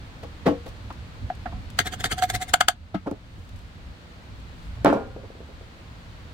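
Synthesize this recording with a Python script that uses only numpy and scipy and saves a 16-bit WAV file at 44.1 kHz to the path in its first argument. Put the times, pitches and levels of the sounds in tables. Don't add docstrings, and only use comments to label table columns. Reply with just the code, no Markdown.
import sys
import numpy as np
from scipy import signal
from scipy.fft import rfft, irfft, next_fast_len
from scipy.io import wavfile
from scipy.ndimage import uniform_filter1d, map_coordinates

SR = 44100
rng = np.random.default_rng(int(sys.argv[2]) if len(sys.argv) > 2 else 0)


def int16_out(signal):
    q = np.round(np.clip(np.atleast_2d(signal).T, -1, 1) * 32767)
    wavfile.write(sys.argv[1], SR, q.astype(np.int16))


N = 279367

SIZE = 2 ** 15
T = np.arange(SIZE) / SR
HZ = np.fft.rfftfreq(SIZE, 1 / SR)
FADE = np.clip((.66 - T) / .05, 0, 1)


def amp(db):
    return 10 ** (np.asarray(db) / 20)


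def unit(x):
    return x / np.sqrt(np.mean(np.abs(x) ** 2) + 1e-20)


def along(points, hz):
    point_hz, values = np.transpose(points)
    return np.interp(np.log(hz + 1), np.log(point_hz + 1), values)


def filtered(x, response):
    size = next_fast_len(N + SR // 2)
    spectrum = rfft(x, size) * response(np.fft.rfftfreq(size, 1 / SR))
    return irfft(spectrum, size)[..., :N]


def wobble(rate):
    knots = rng.standard_normal(int(N * rate / SR) + 4)
    return map_coordinates(knots, [np.arange(N) * rate / SR])


def add(track, s, x):
    start = round(s * SR)
    track[:, start:start + SIZE] += x[:, :N - start]


def blow(rise, t60):
    return np.minimum(T / rise, 1) * amp(-60 * np.maximum(T - rise, 0) / t60)


def swell(half):
    return np.exp(-((T - 3 * half) / half) ** 2 / 2)


def causal(gain):
    cepstrum = irfft(np.log(np.maximum(gain / gain.max(), 1e-6)))
    fold = np.r_[1, np.full(SIZE // 2 - 1, 2), np.zeros(SIZE // 2)]
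    return np.exp(rfft(cepstrum * fold))


def resonances(modes):
    power = 0
    for hz, width, db in modes:
        damped_width = max(width, 20 + .04 * hz)
        power = power + (amp(db) / (1 + ((HZ - hz) / damped_width) ** 2)) ** 2
    return np.sqrt(power)


def tinted(gain, low_hz, high_hz, low_db, high_db):
    low = 1 / (1 + (HZ / low_hz) ** 12)
    high = 1 - 1 / (1 + (HZ / high_hz) ** 6)
    middle = (1 - low) * (1 - high)
    return unit(gain * middle) + amp(low_db) * unit(gain * low) + amp(high_db) * unit(gain * high)


def contact(force, gain, grain_db):
    # (frequency [Hz], level [dB])
    side_width = [(100, -28.5), (300, -34.5), (550, -6.5), (750, -11), (1200, -1.5), (2200, -1.5),
                  (4000, -0.5), (12000, 1)]
    grain = amp(grain_db * rng.standard_normal(SIZE))
    catches = force * rng.standard_normal(SIZE) * grain
    for _ in range(3):
        flat = irfft(np.exp(1j * np.angle(rfft(catches))))
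        catches = flat * force ** .25
    shaken = rfft(catches) * causal(gain)
    turn = map_coordinates(rng.standard_normal(64), [HZ / 600], mode="nearest") * np.minimum(HZ / 1500, 2)
    side_response = amp(along(side_width, HZ)) * -1j * np.exp(1j * turn)
    mid, side = irfft([shaken, shaken * side_response]) * FADE
    loudest = np.sqrt(uniform_filter1d(mid ** 2, size=176).max())
    return np.array([mid + side, mid - side]) / loudest


def panel(ring_db, treble_db, squeak_hz, squeak_share):
    # (frequency [Hz], least width [Hz], level [dB])
    panel_modes = [(729, 64, -11), (1331, 39, -4.5), (1500, 78, -4.5), (1640, 45, -1.5), (1830, 17, -3.5),
                   (2093, 26, 0.5), (3270, 370, -15), (3190, 91, -14), (3510, 68, -6.5), (4250, 490, -12.5),
                   (4607, 130, -12.5), (5360, 45, -17.5), (6180, 110, -21.5), (6430, 63, -16),
                   (7080, 520, -18.5), (7520, 420, -22.5), (8640, 28, -28.5), (9320, 240, -27.5),
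                   (11800, 610, -25), (14400, 700, -28), (16100, 170, -31.5)]
    # (frequency [Hz], level [dB])
    panel_colour = [(150, -37), (250, -28), (538, -39.5), (723, 1), (988, -22.5), (1310, -13), (2090, -39),
                    (2360, 0), (3170, 0), (5730, -27), (9170, -10.5), (10000, -23), (16000, -55)]
    modes = []
    for hz, width, db in panel_modes:
        shift, lift = rng.standard_normal(2)
        moved_hz = hz * (1 + .012 * shift * (hz > 1000))
        modes.append((moved_hz, width, db + 2 * lift))
    body = resonances(modes) + amp(-11.0) * amp(along(panel_colour, HZ))
    squeak = 1 / np.abs(1 - squeak_share * np.exp(2j * np.pi * HZ / squeak_hz))
    return tinted(body * squeak, 1135, 5770, ring_db, treble_db)


def slips():
    # (time [s], level [dB], panel ring [dB], treble [dB], length [s], squeak rate [Hz])
    slip_rows = [(1.788, -13.5, -4, -9.5, 0.0029, 1544), (2.0397, -19, -3, -9.5, 0.0041, 1550),
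                 (2.2222, -21, 2.5, -13, 0.0024, 1460), (2.299, -23, 0.5, -1, 0.0015, 1800),
                 (2.536, -6.5, 4, -4.5, 0.0062, 1476), (2.606, -6, 2, -9, 0.0063, 1530),
                 (2.683, -2.5, 1.5, -5, 0.0036, 1514)]
    creep_db = -23
    out = np.zeros((2, N))
    for s, db, ring_db, treble_db, length, squeak_hz in slip_rows:
        grip = np.minimum(T / .001, 1)
        growth_db = -3 * np.maximum(1 - T / length, 0)
        release_db = -60 * np.maximum(T - length, 0) / 0.0217
        force = grip * amp(growth_db + release_db)
        body = panel(ring_db, treble_db, squeak_hz, squeak_share=.4)
        creep = amp(db + creep_db) * contact(swell(0.0024), body, grain_db=2.0)
        add(out, s - .007, creep)
        add(out, s, amp(db - 1.0) * contact(force, body, grain_db=-0.5))
    return out


def rubs():
    # (middle time [s], rasp level [dB], creak level [dB])
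    rub_rows = [(1.801, -24.5, -50), (1.869, -29, -35.5), (1.936, -31.5, -38.5), (2.007, -33.5, -45),
                (2.056, -25.5, -57), (2.123, -25.5, -52), (2.190, -33.5, -29.5), (2.237, -27, -18),
                (2.301, -33, -50), (2.352, -25.5, -29.5), (2.422, -30, -30), (2.495, -37.5, -42)]
    # (frequency [Hz], least width [Hz], level [dB])
    shove_modes = [(118.6, 45, -2), (241, 190, -7.5), (434, 75, -8.5)]
    half_s = 0.0102
    first_shove_db, shove_fall_db_per_s = -3.5, 11
    first_treble_db, treble_rise_db_per_s = -8.5, 7
    out = np.zeros((2, N))
    force = swell(half_s)
    for s, rasp_db, creak_db in rub_rows:
        worked_s = s - rub_rows[0][0]
        treble_db = first_treble_db + treble_rise_db_per_s * worked_s
        shove_db = rasp_db + first_shove_db - shove_fall_db_per_s * worked_s
        rust = amp(3.5 * map_coordinates(rng.standard_normal(2000), [T * 1800]))
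        squeak_hz = 1830 * np.exp(.12 * rng.standard_normal())
        body = panel(-6.5, treble_db, squeak_hz, squeak_share=0.41)
        rasp = amp(rasp_db) * contact(force * rust, body, grain_db=4.5)
        creak_hz = 738 * (1 + 0.0055 * rng.standard_normal())
        phase = 2 * np.pi * creak_hz * T + np.array([[0], [.25]])
        creak = amp(creak_db) * np.sqrt(2) * force * np.sin(phase)
        shove = amp(shove_db) * contact(force, resonances(shove_modes), grain_db=0.0)
        add(out, s - 3 * half_s, rasp + creak + shove)
    return out


def taps():
    # (time [s], level [dB], panel ring [dB], click [Hz], force rise [s], force t60 [s])
    tap_rows = [(0.901, -33.5, -7, 990, 0.0045, 0.044), (1.3, -22.5, 23.5, 1570, 0.0012, 0.067),
                (1.454, -26.5, 15.5, 1470, 0.0047, 0.133), (1.518, -39, 9.5, 875, 0.0063, 0.14)]
    out = np.zeros((2, N))
    for s, db, ring_db, click_hz, rise, t60 in tap_rows:
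        body = resonances([(250, 70, 3), (732, 50, ring_db), (click_hz, 340, 0), (2800, 1400, -22)])
        add(out, s, amp(db) * contact(blow(rise, t60), body, grain_db=6.5))
    return out


def knocks(rows, modes, colour, colour_db):
    out = np.zeros((2, N))
    body = resonances(modes) + amp(colour_db + along(colour, HZ))
    for s, db, bass_db, tick_db, rise, t60, soft_hz in rows:
        softened = body * (.15 + 1 / (1 + (HZ / soft_hz) ** 4))
        toned = tinted(softened, 408, 3130, bass_db, tick_db)
        add(out, s, amp(db + 2.5) * contact(blow(rise, t60), toned, grain_db=5.0))
    return out


def pliers():
    # (time [s], level [dB], bass [dB], tick [dB],
    # force rise [s], force t60 [s], softness cut-off [Hz])
    pliers_knocks = [(.223, -38, -10.5, -17, 0.013, 0.078, 4000), (.455, -15.5, 0, -25, 0.011, 0.19, 3980),
                     (.497, -24, 1.5, -42.5, 0.0196, 0.085, 1110),
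                     (.657, -38.5, -4.5, -15.5, 0.0077, 0.13, 3000)]
    # (frequency [Hz], least width [Hz], level [dB])
    pliers_modes = [(205, 9.7, -16), (270, 15, -3), (293, 25, 0.5), (382, 17, -4), (492, 19, -8),
                    (630, 40, -13), (678, 18, -9.5), (840, 13, -10.5), (1103, 56, -13), (1310, 32, -21),
                    (1500, 310, -26.5), (1930, 26, -25.5)]
    # (frequency [Hz], level [dB])
    pliers_colour = [(47, -47), (80, -26), (190, 0), (222, -17), (253, -0.5), (431, -20), (471, -4),
                     (588, -22.5), (839, -26), (917, -48), (1900, -38.5), (16000, -50.5)]
    return knocks(pliers_knocks, pliers_modes, pliers_colour, colour_db=6.5)


def drawer():
    # (time [s], level [dB], bass [dB], tick [dB],
    # force rise [s], force t60 [s], softness cut-off [Hz])
    drawer_knocks = [(2.940, -17, 6, -21.5, 0.0071, 0.12, 4000), (3.368, -40.5, 14, -24, 0.0072, .12, 2500)]
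    # (frequency [Hz], least width [Hz], level [dB])
    drawer_modes = [(118.8, 60, -18.5), (194, 22, 2.5), (308, 17, -1), (390, 60, -23), (653, 37, -12),
                    (730, 62, -14), (820, 32, -32), (1190, 54, -42), (1314, 44, -19.5), (1590, 64, -26),
                    (2060, 36, -30.5)]
    # (frequency [Hz], level [dB])
    drawer_colour = [(50, -17), (110, -10), (300, -26), (450, -45), (800, -24), (1500, -44), (3500, -33.5),
                     (8000, -45), (16000, -50)]
    return knocks(drawer_knocks, drawer_modes, drawer_colour, colour_db=-3.5)


def screwdriver():
    # (time [s], level [dB], bass [dB], tick [dB],
    # force rise [s], force t60 [s], softness cut-off [Hz])
    driver_knocks = [(3.057, -21, 3, -25, 0.016, 0.12, 1500), (3.111, -20, 9, -26, 0.0019, 0.12, 1140),
                     (4.846, -11.5, 1.5, -27, 0.00069, 0.049, 3476),
                     (4.858, -10, -7, -21.5, 0.00091, 0.024, 4000),
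                     (4.861, -10.5, 0, -21.5, 0.0038, 0.41, 2280),
                     (4.927, -11.5, -14, -44, 0.00036, 0.026, 935),
                     (4.932, -18.5, 1.5, -27, 0.004, 0.346, 1210)]
    # (frequency [Hz], least width [Hz], level [dB])
    bench_modes = [(206.4, 10, -4.5), (286, 42, -3.5), (385, 43, -9.5), (438, 77, -7), (476, 61, -7.5),
                   (568, 64, -4.5), (650, 92, -12.5), (844, 110, -7.5), (1060, 15, -11.5),
                   (1220, 18, -37.5), (1316, 210, -12.5), (1760, 56, -23), (2305, 110, -28)]
    # (frequency [Hz], level [dB])
    bench_colour = [(35, -44), (60, -22), (146, -4), (193, -25), (227, -28), (274, 2), (371, -15),
                    (566, 1.5), (715, 0), (842, -3.5), (1220, -17.5), (1410, -14.5), (16000, -53.5)]
    return knocks(driver_knocks, bench_modes, bench_colour, colour_db=-11.5)


def rocking():
    # (time [s], level [dB])
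    rock_rows = [(5.161, -29), (5.231, -35.5), (5.301, -35), (5.351, -40), (5.403, -37), (5.484, -39.5),
                 (5.609, -42)]
    # (frequency [Hz], least width [Hz], level [dB])
    rock_modes = [(407, 210, 3), (475, 58, 3.5), (660, 83, -6.5)]
    out = np.zeros((2, N))
    for s, db in rock_rows:
        add(out, s, amp(db - 1.5) * contact(amp(-60 * T / 0.15), resonances(rock_modes), grain_db=10))
    return out


def scratches():
    # (time [s], level [dB], force t60 [s])
    tick_rows = [(0.6794, -51, 0.14), (0.9247, -55, 0.079), (1.352, -54, 0.05), (1.702, -45.5, 0.037),
                 (3.112, -42.5, 0.021), (3.491, -50, 0.05), (3.5598, -52, 0.15), (3.5894, -54.5, 0.05),
                 (4.4017, -55, 0.05), (4.8465, -28.5, 0.032), (4.93, -41, 0.031)]
    # (middle time [s], level [dB], half length [s])
    rustle_rows = [(3.423, -58.5, 0.11), (3.636, -64, 0.1), (4.651, -63, 0.088)]
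    # (frequency [Hz], level [dB])
    scratch_colour = [(1000, -6.5), (3000, -5.5), (8000, -10.5), (15000, -19.5)]
    out = np.zeros((2, N))
    bright = amp(along(scratch_colour, HZ))
    for s, db, t60 in tick_rows:
        add(out, s, amp(db - 1.5) * contact(amp(-60 * T / t60), bright, grain_db=8.5))
    for s, db, half in rustle_rows:
        add(out, s - 3 * half, amp(db) * contact(swell(half), bright, grain_db=7.5))
    return out * amp([[2.5], [-2.5]])


def room(x):
    # (frequency [Hz], t60 [s])
    decay = [(150, 0.085), (700, 0.082), (3000, 0.1), (14000, 0.061)]
    hz, t, z = signal.stft(rng.standard_normal((2, SR // 2)), SR, nperseg=256)
    fall = amp(-60 * t / along(decay, hz)[:, None])
    tail = signal.istft(z * fall, SR, nperseg=256)[1]
    tail = np.pad(tail, ((0, 0), (SR // 200, 0)))
    return signal.fftconvolve(x, tail / np.linalg.norm(tail[0]), axes=1)[:, :N]


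def air(colour):
    # (frequency [Hz], level [dB])
    air_width = [(60, -10.5), (110, -15.5), (200, -15), (380, -5), (700, -3.5), (1290, 2), (2380, 1),
                 (4400, -1), (8120, 0.5), (15000, 0)]

    def response(hz):
        return amp(along(colour, hz)) * amp([0 * hz, along(air_width, hz)])

    mid, side = filtered(rng.standard_normal((2, N)), response)
    return np.array([mid + side, mid - side]) / mid.std()


def hiss():
    # (frequency [Hz], level [dB])
    hiss_colour = [(88, -38.5), (150, 1.5), (200, -7), (300, -8), (400, -14.5), (470, -11.5), (750, -15.5),
                   (1300, -17.5), (2500, -21.5), (4400, -23.5), (5300, -31), (8000, -36.5), (10500, -44),
                   (15800, -46)]
    return amp(-48.5) * air(hiss_colour)


def rumble():
    # (frequency [Hz], level [dB])
    rumble_colour = [(12, -33.5), (20, -12.5), (64, -1), (109, -5), (121, -5.5), (135, -27), (173, -16),
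                     (205, -18), (231, -18), (260, -20), (340, -40), (570, -120)]
    # (time [s], level [dB])
    slow_level = [(0.0, -41), (1.1, -41), (1.85, -37), (2.2, -41), (2.75, -38.5), (3.25, -41), (3.6, -39),
                  (4.05, -46.5), (4.5, -39.5), (4.9, -36), (5.7, -44.5), (6.33, -44.5)]
    # (middle time [s], level [dB])
    bump_rows = [(1.245, -30), (1.57, -29), (2.365, -29.5), (3.56, -33.5), (3.89, -34.5), (4.335, -36)]
    lump_db, lumps_per_s = 2, 16
    bump_half_s = 0.021
    t = np.arange(N) / SR
    slow_db = np.interp(t, *np.transpose(slow_level))
    steady = amp(slow_db + lump_db * wobble(lumps_per_s))
    bumps = sum(amp(db) * np.exp(-((t - s) / bump_half_s) ** 2 / 2) for s, db in bump_rows)
    return np.hypot(steady, bumps) * air(rumble_colour)


def scene():
    # (frequency [Hz], left minus right [dB])
    lean = [(40, 1.5), (90, -3.5), (200, 2), (600, -0.5), (1500, 1), (5000, 0), (9000, 1.5), (14000, 2)]
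    nail = slips() + rubs() + taps()
    wood = pliers() + drawer() + screwdriver() + rocking()
    reflected = room(amp(-14.5) * nail + amp(-9.5) * wood)
    sound = nail + wood + scratches() + reflected + hiss() + rumble()
    return filtered(sound, lambda hz: amp(np.outer([.5, -.5], along(lean, hz))))


def record(dry):
    level = np.sqrt(np.abs(uniform_filter1d(np.mean(dry ** 2, axis=0), size=130)))
    excess_db = 20 * np.log10(np.maximum(level / amp(-9.5), 1))
    recovery = np.exp(-np.arange(N) / SR / 0.87)
    duck_db = np.maximum.accumulate(excess_db / recovery) * recovery
    ducked = dry * amp(-uniform_filter1d(duck_db, size=90))
    return filtered(ducked, lambda hz: hz < 16000)


dry = scene()
out = record(dry)
int16_out(out)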